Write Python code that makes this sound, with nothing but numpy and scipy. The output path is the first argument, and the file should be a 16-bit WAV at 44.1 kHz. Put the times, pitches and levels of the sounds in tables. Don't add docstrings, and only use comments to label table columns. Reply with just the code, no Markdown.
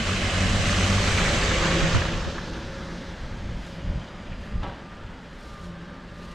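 import sys
import numpy as np
from scipy import signal
from scipy.fft import rfft, irfft, next_fast_len
from scipy.io import wavfile
from scipy.ndimage import uniform_filter1d

SR = 44100
rng = np.random.default_rng(int(sys.argv[2]) if len(sys.argv) > 2 else 0)


def int16_out(signal):
    q = np.round(np.clip(np.atleast_2d(signal).T, -1, 1) * 32767)
    wavfile.write(sys.argv[1], SR, q.astype(np.int16))


N = 279592
TIME = np.arange(N) / SR
FRAME_S = np.arange(N // 256 + 5) * 256 / SR
BIN_HZ = np.fft.rfftfreq(1024, 1 / SR)

# frequency_hz, relative_density_db (per Hz)
NEAR_SPECTRUM = [(100, -18), (200, 0), (290, -13.5), (450, -6.5), (560, -8.5), (780, -11.5), (960, -12.5),
                 (1130, -9), (1940, -11), (3000, -14.5), (5300, -22.5), (7400, -23.5), (10000, -40.5),
                 (15500, -60)]
LEAVING_SPECTRUM = [(100, -5.5), (220, 2), (320, -5.5), (540, -6), (700, -13.5), (940, -9), (1030, -12),
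                    (1700, -10), (2250, -18.5), (3600, -21), (5200, -24.5), (6500, -30), (9000, -42),
                    (15500, -61)]
FAR_SPECTRUM = [(100, -2), (200, 15), (250, 0.5), (310, -9), (430, -12.5), (560, -6), (700, -1), (1600, -7),
                (2300, -7.5), (3300, -18.5), (5400, -38.5), (7200, -34), (10000, -52), (15500, -65)]
# time_s, stage (0 near, 1 driving off, 2 far away)
DISTANCE_STAGE = [(0, 0.076), (1.85, 0), (2.45, 0.87), (3.3, 1.15), (4.3, 1.35), (5.1, 1.14)]
# frequency_hz, side_db
SIDE_SPECTRUM = [(200, -38), (500, -4), (850, -11), (1100, -8), (1500, 8), (2400, -0.5), (8000, -3.5),
                 (15000, -9)]
# frequency_hz, share (ratio)
WIDTH_CURVE = [(0, -5), (2.05, -5.5), (2.4, -11), (3.5, -43)]
NARROWING_SHARE = [(200, 4.7), (1200, 2.4), (3000, 1.06), (8000, 0.42)]
# start_s, end_s, echo_delay_ms, echo_share (ratio, negative = inverted)
REFLECTORS = [(-0.5, 0.84, 2.17, -0.23), (4.5, 8, 0.64, 0.06)]
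# start_s, end_s, centre_hz, width_hz, gain_db (at centre)
HOLLOW_BANDS = [(-2.5, 0.5, 2980, 180, 3), (-2.5, 0.62, 2620, 200, 3.5), (-0.5, 0.9, 8500, 900, 2.5),
                (-1, 0.8, 5000, 900, 1.5), (1.5, 2.8, 13500, 3500, -2.5), (-4, 2.5, 6300, 400, 2.5),
                (1.5, 2.7, 9500, 4700, -4), (3.8, 4.8, 4850, 330, 6), (2, 2.53, 2040, 450, -5.5),
                (2, 2.5, 1640, 300, 2), (4, 5.8, 4480, 300, -3.5), (3.5, 4.6, 3100, 410, 2),
                (2.5, 4.4, 2650, 370, -2), (3, 4.95, 630, 200, 4), (4.5, 8, 6200, 1800, -3),
                (3.9, 4.2, 15000, 3500, -3), (5.5, 8, 2620, 600, 1.5)]
# level_db (alongside), alongside_from_s, alongside_until_s,
# approach_s (time before that at twice the distance), recede_s (time after that at twice the distance)
ROAR_PASS = (-30, 1.35, 1.96, 2, 0.1753)
SPRAY_PASS = (-29, 0.81, 1.9321, 1.0, 0.156)
ENGINE_PASS = (-28, 0.65, 1.03, 1.5, 0.16)
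DRONE_PASS = (-32, 1.22, 1.96, 0.03, 0.21)
SLIPSTREAM_PASS = (-29, 1.15, 2, 0.5, 0.24)
FAR_ROAR_DB, FAR_SPRAY_DB, FAR_DRONE_DB, FAR_GEAR_DB = -50.5, -56.5, -57.5, -59.5
# peak_s, length_s, level_db (relative to the steady level)
FAR_SWELLS = [(4.03, 0.95, -2), (5.5, 0.32, -13), (6.25, 0.32, -9.5)]
DRIFT_DB, SURGE_DB, GRAIN_DB = .85, .15, .6
# time_s, firing_rate_hz
FIRING_RATE = [(0, 94), (.65, 94.5), (1.15, 96.5), (2.1, 97.5), (6.3, 92)]
# order (multiple of the firing rate), relative_level_db
ENGINE_ORDERS = [(.5, -5.5), (1, 1), (1.5, -15.5), (2, -4), (2.5, -13), (3, -19), (3.5, -30), (4, -29),
                 (6, -16)]
ENGINE_FADE_FROM_S, ENGINE_FADE_DB_PER_S = 1.8, 3.5
# time_s, pitch_hz
DRONE_PITCH = [(0, 166), (2.3, 166.7), (3.7, 175.3), (6.34, 171.8)]
# peak_s, length_s, level_db
DRONE_SWELLS = [(1.81, 0.39, -33), (2.9, 0.36, -46), (3.13, .12, -45.5), (3.52, 0.47, -45),
                (3.88, 0.41, -43.5), (5.76, 0.6, -43.5), (6.22, 0.49, -48)]
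# pitch_hz, width_hz, level_db, loudest_from_s, until_s
GEAR_MODES = [(79, 35, -35, 1, 1.76), (332, 20, -42, 0.96, 2.22), (403, 20, -43.5, 1.06, 1.54),
              (504, 16, -45, 1.4, 1.7), (539, 18, -38.5, 1.38, 2.04), (578, 30, -40, 1.05, 1.46)]
GEAR_APPROACH_S, GEAR_RECEDE_S = 0.35, .2
# pitch_hz, width_hz, relative_level_db
FAR_GEAR_MODES = [(76.5, 39, -7), (330, 25, -9.5), (407, 28, -13), (544, 16, -2.5), (580, 28, 0.5)]
GEAR_SHARE_DB, GEAR_FADE_S = -3.5, 3.8
# frequency_hz, relative_density_db (per Hz)
WIND_SPECTRUM = [(8, -9), (20, -3), (35, 1.5), (55, -0.5), (80, -3.5), (105, -8), (140, -9.5), (220, -17),
                 (350, -30), (700, -33.5), (2000, -95)]
# time_s, level_db
BREEZE = [(0, -42), (2.6, -51), (2.85, -48), (3.15, -49.5), (3.3, -40), (4.15, -45), (4.7, -42),
          (4.85, -60), (5.1, -44), (5.3, -52), (5.5, -44.5), (5.9, -48), (6.34, -43.5)]
# peak_s, length_s, level_db
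GUSTS = [(.2, .2, -33.5), (.55, 0.59, -28.5), (2.17, 0.15, -30), (3.24, 0.096, -34), (3.46, 0.39, -33.5),
         (3.92, 0.25, -28.5), (4.31, .06, -35.5), (4.38, .13, -38.5), (4.58, 0.19, -28.5),
         (4.71, 0.11, -35), (4.94, .06, -39.5), (5.03, 0.13, -35.5), (5.65, .35, -47)]
# peak_s, length_s, level_db
BUFFETS = [(.466, 0.036, -29), (.597, 0.052, -34.5), (1.838, .044, -24), (1.961, 0.051, -17),
           (2.158, 0.03, -32), (2.273, 0.027, -27)]
# start_s, level_db (before the envelope), t60_s, pitch_hz
SLAPS = [(.163, -23, .04, 2370), (.227, -26, .03, 2590), (.298, -25, .03, 2740), (.329, -24, .03, 1130),
         (.677, -23, .025, 2010), (.792, -23.5, .03, 2290), (.838, -21, .04, 2620), (.898, -24, .03, 1870),
         (.937, -23, .03, 2550), (1.164, -23.5, .03, 2210), (1.229, -24, .03, 3250),
         (1.255, -23.5, .04, 1800), (1.511, -16, .035, 1550), (1.582, -21, .03, 2440),
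         (1.609, -22, .025, 1350), (1.945, -20, .035, 1350), (2.019, -17.5, .025, 1620),
         (2.085, -27, .04, 2000), (2.135, -25.5, .05, 2300), (2.221, -31, .06, 1400),
         (2.381, -22, .035, 1400), (4.318, -39.5, .04, 2100), (4.327, -37.5, .04, 2000),
         (4.473, -33, .022, 1400), (4.918, -44, .16, 1550)]
# peak_s, length_s, pitch_hz, level_db
THUDS = [(1.97, 0.12, 94, -26.5), (3.02, 0.072, 246, -38)]
# peak_s, length_s (nominal), level_db
SWISHES = [(3.69, 0.21, -56.5), (4.45, 0.14, -60.5), (5.487, 0.33, -57.5), (5.665, 0.07, -63),
           (6.263, .27, -58)]
# frequency_hz, relative_density_db (per Hz)
CLOTH_SPECTRUM = [(1500, -11), (4000, 5), (6500, -3), (8500, -9), (10500, -13), (13000, -19), (15500, -22)]
# peak_s, length_s, level_db, harmonic (multiple of the buzz rate)
SIGN_SWELLS = [(4.57, .3, -53.5, 10), (4.93, .26, -50.5, 10), (5.56, .44, -52, 10), (5.9, .4, -56, 10),
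               (6.24, .4, -54.5, 10), (5.8, .8, -60, 9), (6.28, .2, -59.5, 9), (5.85, .6, -63, 11),
               (5.7, 1.1, -61.5, 13), (6.12, .3, -61, 14)]
BUZZ_HZ = 120
# start_s, level_db (before panel and clatter gains), tilt_db_per_octave
BANGS = [(4.615, -43.5, 1), (4.629, -32.2, 1.2), (4.640, -29.5, -3.5), (4.661, -35, 0), (4.675, -39.5, 1),
         (4.694, -40.5, 1.5), (4.718, -39, 0.5), (4.741, -43, 1)]
# pitch_hz, relative_level_db, t60_s
BOX_MODES = [(279.6, -2.5, 0.14), (388, -15, 0.13), (455, -7, 0.06), (569, -8, 0.44), (710, -14, 0.086),
             (795, 1.5, .08), (958, -6, 0.23), (1145, -9, 0.27), (1310, -5.5, 0.21), (1620, -13.5, .3),
             (1860, -14, 0.29), (2030, -16, 0.2), (2920, -13.5, .25)]
# frequency_hz, relative_density_db (per Hz)
CLATTER_SPECTRUM = [(100, -12), (260, -2), (600, -1.5), (920, 1), (1200, -10), (2000, -11), (3400, -14.5),
                    (5000, -27), (9000, -42), (15000, -62)]
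# frequency_hz, gain_db
MICROPHONE_RESPONSE = [(10500, 1), (11300, 0), (12400, 1), (13800, -1), (15500, -6)]
EDGE_HZ = 15400


def amp(db):
    return 10 ** (np.asarray(db) / 20)


def unit(x):
    return x / np.sqrt(np.mean(x ** 2) + 1e-20)


def follow(rows, t=TIME):
    seconds, values = np.transpose(rows)
    return np.interp(t, seconds, values)


def colour(points, hz):
    f, db = np.transpose(points)
    return np.interp(np.log(hz + 1), np.log(f + 1), db)


def noise(gain):
    size = next_fast_len(N, real=True)
    hz = np.fft.rfftfreq(size, 1 / SR)
    spectrum = rng.standard_normal(len(hz)) + 1j * rng.standard_normal(len(hz))
    return unit(irfft(gain(hz) * spectrum, size)[:N])


def waver(rate):
    return noise(lambda hz: np.exp(-(hz / rate) ** 2))


def ringing(pitch_hz, width_hz):
    return noise(lambda hz: 1 / (1 + ((hz - pitch_hz) / (0.5 * width_hz)) ** 2))


def patches(frames, bins):
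    field = rng.standard_normal((len(FRAME_S), len(BIN_HZ)))
    field = uniform_filter1d(field, max(1, int(frames)), axis=0)
    return unit(uniform_filter1d(field, max(1, int(bins)), axis=1))


def hiss(gain):
    z = gain * (rng.standard_normal(gain.shape) + 1j * rng.standard_normal(gain.shape))
    return signal.istft(z.T, nperseg=1024, noverlap=768)[1][:N] * np.sqrt(3 / 4)


def band_db(field_db, lo, hi):
    inside = (BIN_HZ > lo) & (BIN_HZ < hi)
    return 10 * np.log10((amp(field_db[:, inside]) ** 2).sum(1))


def between(start, end):
    return np.clip(np.minimum(FRAME_S - start, end - FRAME_S) * 2 + .5, 0, 1)


def passing(row, t=TIME):
    db, arrive, leave, approach_s, recede_s = row
    distance = 1 + np.maximum(arrive - t, 0) / approach_s + np.maximum(t - leave, 0) / recede_s
    return amp(db) / distance


def swells(rows, t=TIME):
    return sum(amp(db) * np.cos(np.pi * np.clip((t - s) / length, -.5, .5)) for s, length, db in rows)


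def road_db(row, far_db, t=TIME):
    far = amp(far_db) * np.hypot(1, swells(FAR_SWELLS, t))
    return 20 * np.log10(np.hypot(passing(row, t), far))


def struck(s, t60, rise_s):
    age = np.maximum(TIME - s, 0)
    return (1 - np.exp(-age / rise_s)) * amp(-60 * age / t60)


def reflections():
    gain = 1
    for start, end, delay_ms, share in REFLECTORS:
        comb = np.cos(2 * np.pi * BIN_HZ * delay_ms / 1000)
        comb = comb * np.exp(-(BIN_HZ * delay_ms / 9000) ** 2)
        gain = gain * (1 + share * np.outer(between(start, end), comb))
    for start, end, hz, width, db in HOLLOW_BANDS:
        bell = 1 / (1 + (2 * (BIN_HZ - hz) / width) ** 2)
        gain = gain * amp(db * np.outer(between(start, end), bell))
    return gain


def tyres(patchy_db=0.65, splash_db=0.5, right_share=0.22):
    stage = np.clip(follow(DISTANCE_STAGE, FRAME_S)[:, None], 0, 2)
    spectra = [NEAR_SPECTRUM, LEAVING_SPECTRUM, FAR_SPECTRUM]
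    field = sum(np.maximum(1 - abs(stage - k), 0) * colour(s, BIN_HZ) for k, s in enumerate(spectra))
    roar = road_db(ROAR_PASS, FAR_ROAR_DB, FRAME_S) - band_db(field, 900, 2000)
    spray = road_db(SPRAY_PASS, FAR_SPRAY_DB, FRAME_S) - band_db(field, 2500, 7000)
    treble = colour([(1600, 0.19), (3000, 0.92)], BIN_HZ)
    field = field + np.outer(roar, 1 - treble) + np.outer(spray, treble)
    field = field + patchy_db * patches(frames=6.3, bins=9.2)
    field = field + splash_db * patches(frames=4.6, bins=130)
    field = field + DRIFT_DB * patches(frames=55, bins=5)
    gain = amp(field) * reflections()

    width_db = np.minimum(follow(WIDTH_CURVE, FRAME_S), 0)
    narrowing = np.outer(width_db, colour(NARROWING_SHARE, BIN_HZ))
    mid = hiss(gain)
    side = hiss(gain * amp(narrowing + colour(SIDE_SPECTRUM, BIN_HZ)))
    bright_band = signal.butter(3, [1000, 5500], "band", fs=SR, output="sos")
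    bright = signal.sosfiltfilt(bright_band, mid)
    side = side - right_share * bright * amp(follow(WIDTH_CURVE))

    nearness = np.clip(1.4 - follow(DISTANCE_STAGE), 0, 1)
    clumps_db = (SURGE_DB * waver(16) + GRAIN_DB * waver(220)) * nearness
    return np.array([mid + side, mid - side]) * amp(clumps_db)


def splats(level_db=-41.5, tilt_db=-3, dulling_db=-4, count=120):
    out = np.zeros((2, N))
    width = np.minimum(amp(follow(WIDTH_CURVE)), 1)
    stage = follow(DISTANCE_STAGE)
    for hz in np.geomspace(1100, 6000, num=16):
        cycles = np.arange(int(6 * SR / hz)) * hz / SR
        blip = np.sin(2 * np.pi * cycles) * np.hanning(len(cycles)) * np.sqrt(hz / 1000)
        when, weight, place = rng.random((count, 3)).T
        at = (when * N).astype(int)
        size_db = 5 * np.minimum(-np.log(weight), 3.5)
        size_db = size_db + (tilt_db + dulling_db * stage[at]) * np.log2(hz / 1000)
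        pan = (2 * place - 1) * width[at]
        train = np.zeros((2, N))
        train[:, at] = amp(size_db) * np.sqrt([1 + pan, 1 - pan])
        out += signal.oaconvolve(train, blip[None], axes=1)[:, :N]
    spray = road_db(SPRAY_PASS, FAR_SPRAY_DB)
    return amp(level_db + spray - spray.max()) * unit(out)


def engine(jitter=0.01197):
    hz = follow(FIRING_RATE)
    turns = np.cumsum(hz * (1 + jitter * waver(11.5))) / SR
    out = 0
    for order, order_db in ENGINE_ORDERS:
        throb = .85 + .5 * (waver(14) + 1j * waver(14))
        tone = np.exp(2j * np.pi * (order * turns + rng.random()))
        out = out + amp(order_db) * (throb * tone).real
    screening_db = -ENGINE_FADE_DB_PER_S * np.maximum(TIME - ENGINE_FADE_FROM_S, 0)
    return passing(ENGINE_PASS) * amp(screening_db) * out


def running_gear(jitter=0.013, octave_db=-13, patchy_db=2):
    hz, swell = follow(DRONE_PITCH), swells(DRONE_SWELLS)
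    phase = 2 * np.pi * np.cumsum(hz * (1 + jitter * waver(19.7))) / SR
    throb = .9 + .4 * waver(22) + .25j * waver(14)
    level = np.hypot(passing(DRONE_PASS), amp(FAR_DRONE_DB)) + swell
    drone = level * (throb * (np.exp(1j * phase) + amp(octave_db) * np.exp(2j * phase))).real

    shared_swell = amp(GEAR_SHARE_DB) * swell / (1 + TIME / GEAR_FADE_S)
    far_level = np.hypot(amp(FAR_GEAR_DB), shared_swell)
    far = sum(amp(db + 2 * waver(7)) * ringing(f, width) for f, width, db in FAR_GEAR_MODES)

    near = 0
    for f, width, db, arrive, leave in GEAR_MODES:
        part = unit(amp(patchy_db * waver(3.9)) * ringing(f, width))
        near = near + passing((db, arrive, leave, GEAR_APPROACH_S, GEAR_RECEDE_S)) * part
    return drone + near + far_level * unit(far)


def wind(side_db=-15):
    common, apart = (noise(lambda hz: amp(colour(WIND_SPECTRUM, hz))) for _ in range(2))
    slipstream, breeze = passing(SLIPSTREAM_PASS), amp(follow(BREEZE))
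    rumble = np.sqrt(slipstream ** 2 + breeze ** 2 + swells(GUSTS) ** 2)
    side = (rumble * amp(side_db + follow(WIDTH_CURVE)) + swells(BUFFETS)) * apart
    return np.array([rumble * common + side, rumble * common - side])


def slaps(width_share=0.66, rise_s=0.0025):
    out = sum(amp(db) * struck(s, t60, rise_s) * ringing(hz, width_share * hz) for s, db, t60, hz in SLAPS)
    return signal.sosfilt(signal.butter(4, 4800, fs=SR, output="sos"), out)


def thuds():
    return sum(swells([(s, length, db)]) * ringing(hz, 35) for s, length, hz, db in THUDS)


def coat(catch_db=1.5):
    stroke = 0
    for s, length, db in SWISHES:
        stroke = stroke + amp(db) * np.exp(-np.pi * ((TIME - s) / (0.86 * length)) ** 2)
    cloth = noise(lambda hz: amp(colour(CLOTH_SPECTRUM, hz)))
    return stroke * amp(catch_db * waver(45)) * cloth


def shop_sign():
    phase = rng.random(len(SIGN_SWELLS) * 2)
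    out = 0
    for s, length, db, k in SIGN_SWELLS:
        echoes = .9 + .28 * (waver(9) + 1j * waver(9))
        line = np.exp(2j * np.pi * (k * BUZZ_HZ * TIME + phase[k]))
        out = out + swells([(s, length, db)]) * (echoes * line).real
    return np.sqrt(2) * out


def cargo_box(panels_db=-6, clatter_db=-1.5, clatter_t60=.1, rise_s=0.0026,
              echo_db=-14, echo_t60=0.85, crunch_db=2.5):
    out = np.zeros(N)
    for s, db, tilt in BANGS:
        for hz, mode_db, t60 in BOX_MODES:
            tone = np.sin(2 * np.pi * (hz * TIME + rng.random()))
            level_db = db + panels_db + mode_db + tilt * np.log2(hz / 1000)
            out += amp(level_db) * struck(s, t60, rise_s) * tone
        clatter = noise(lambda hz: amp(colour(CLATTER_SPECTRUM, hz) + tilt * np.log2(hz / 1000 + .1)))
        clatter = unit(clatter * amp(crunch_db * waver(300)))
        envelope = struck(s, clatter_t60, rise_s) + amp(echo_db) * struck(s, echo_t60, 0.017)
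        out += amp(db + clatter_db) * envelope * clatter
    return signal.sosfilt(signal.butter(2, 8000, fs=SR, output="sos"), out)


def scene():
    truck = tyres() + splats() + engine() + running_gear() + slaps() + thuds() + cargo_box()
    return truck + wind() + coat() + shop_sign()


def record(dry):
    size = next_fast_len(N + SR, real=True)
    response = amp(colour(MICROPHONE_RESPONSE, np.fft.rfftfreq(size, 1 / SR)))
    heard = irfft(rfft(dry, size) * response, size)[:, :N]
    band_limit = signal.firwin(511, EDGE_HZ, window=("kaiser", 9), fs=SR)
    return signal.oaconvolve(heard, band_limit[None], "same", axes=1)


dry = scene()
out = record(dry)
int16_out(out)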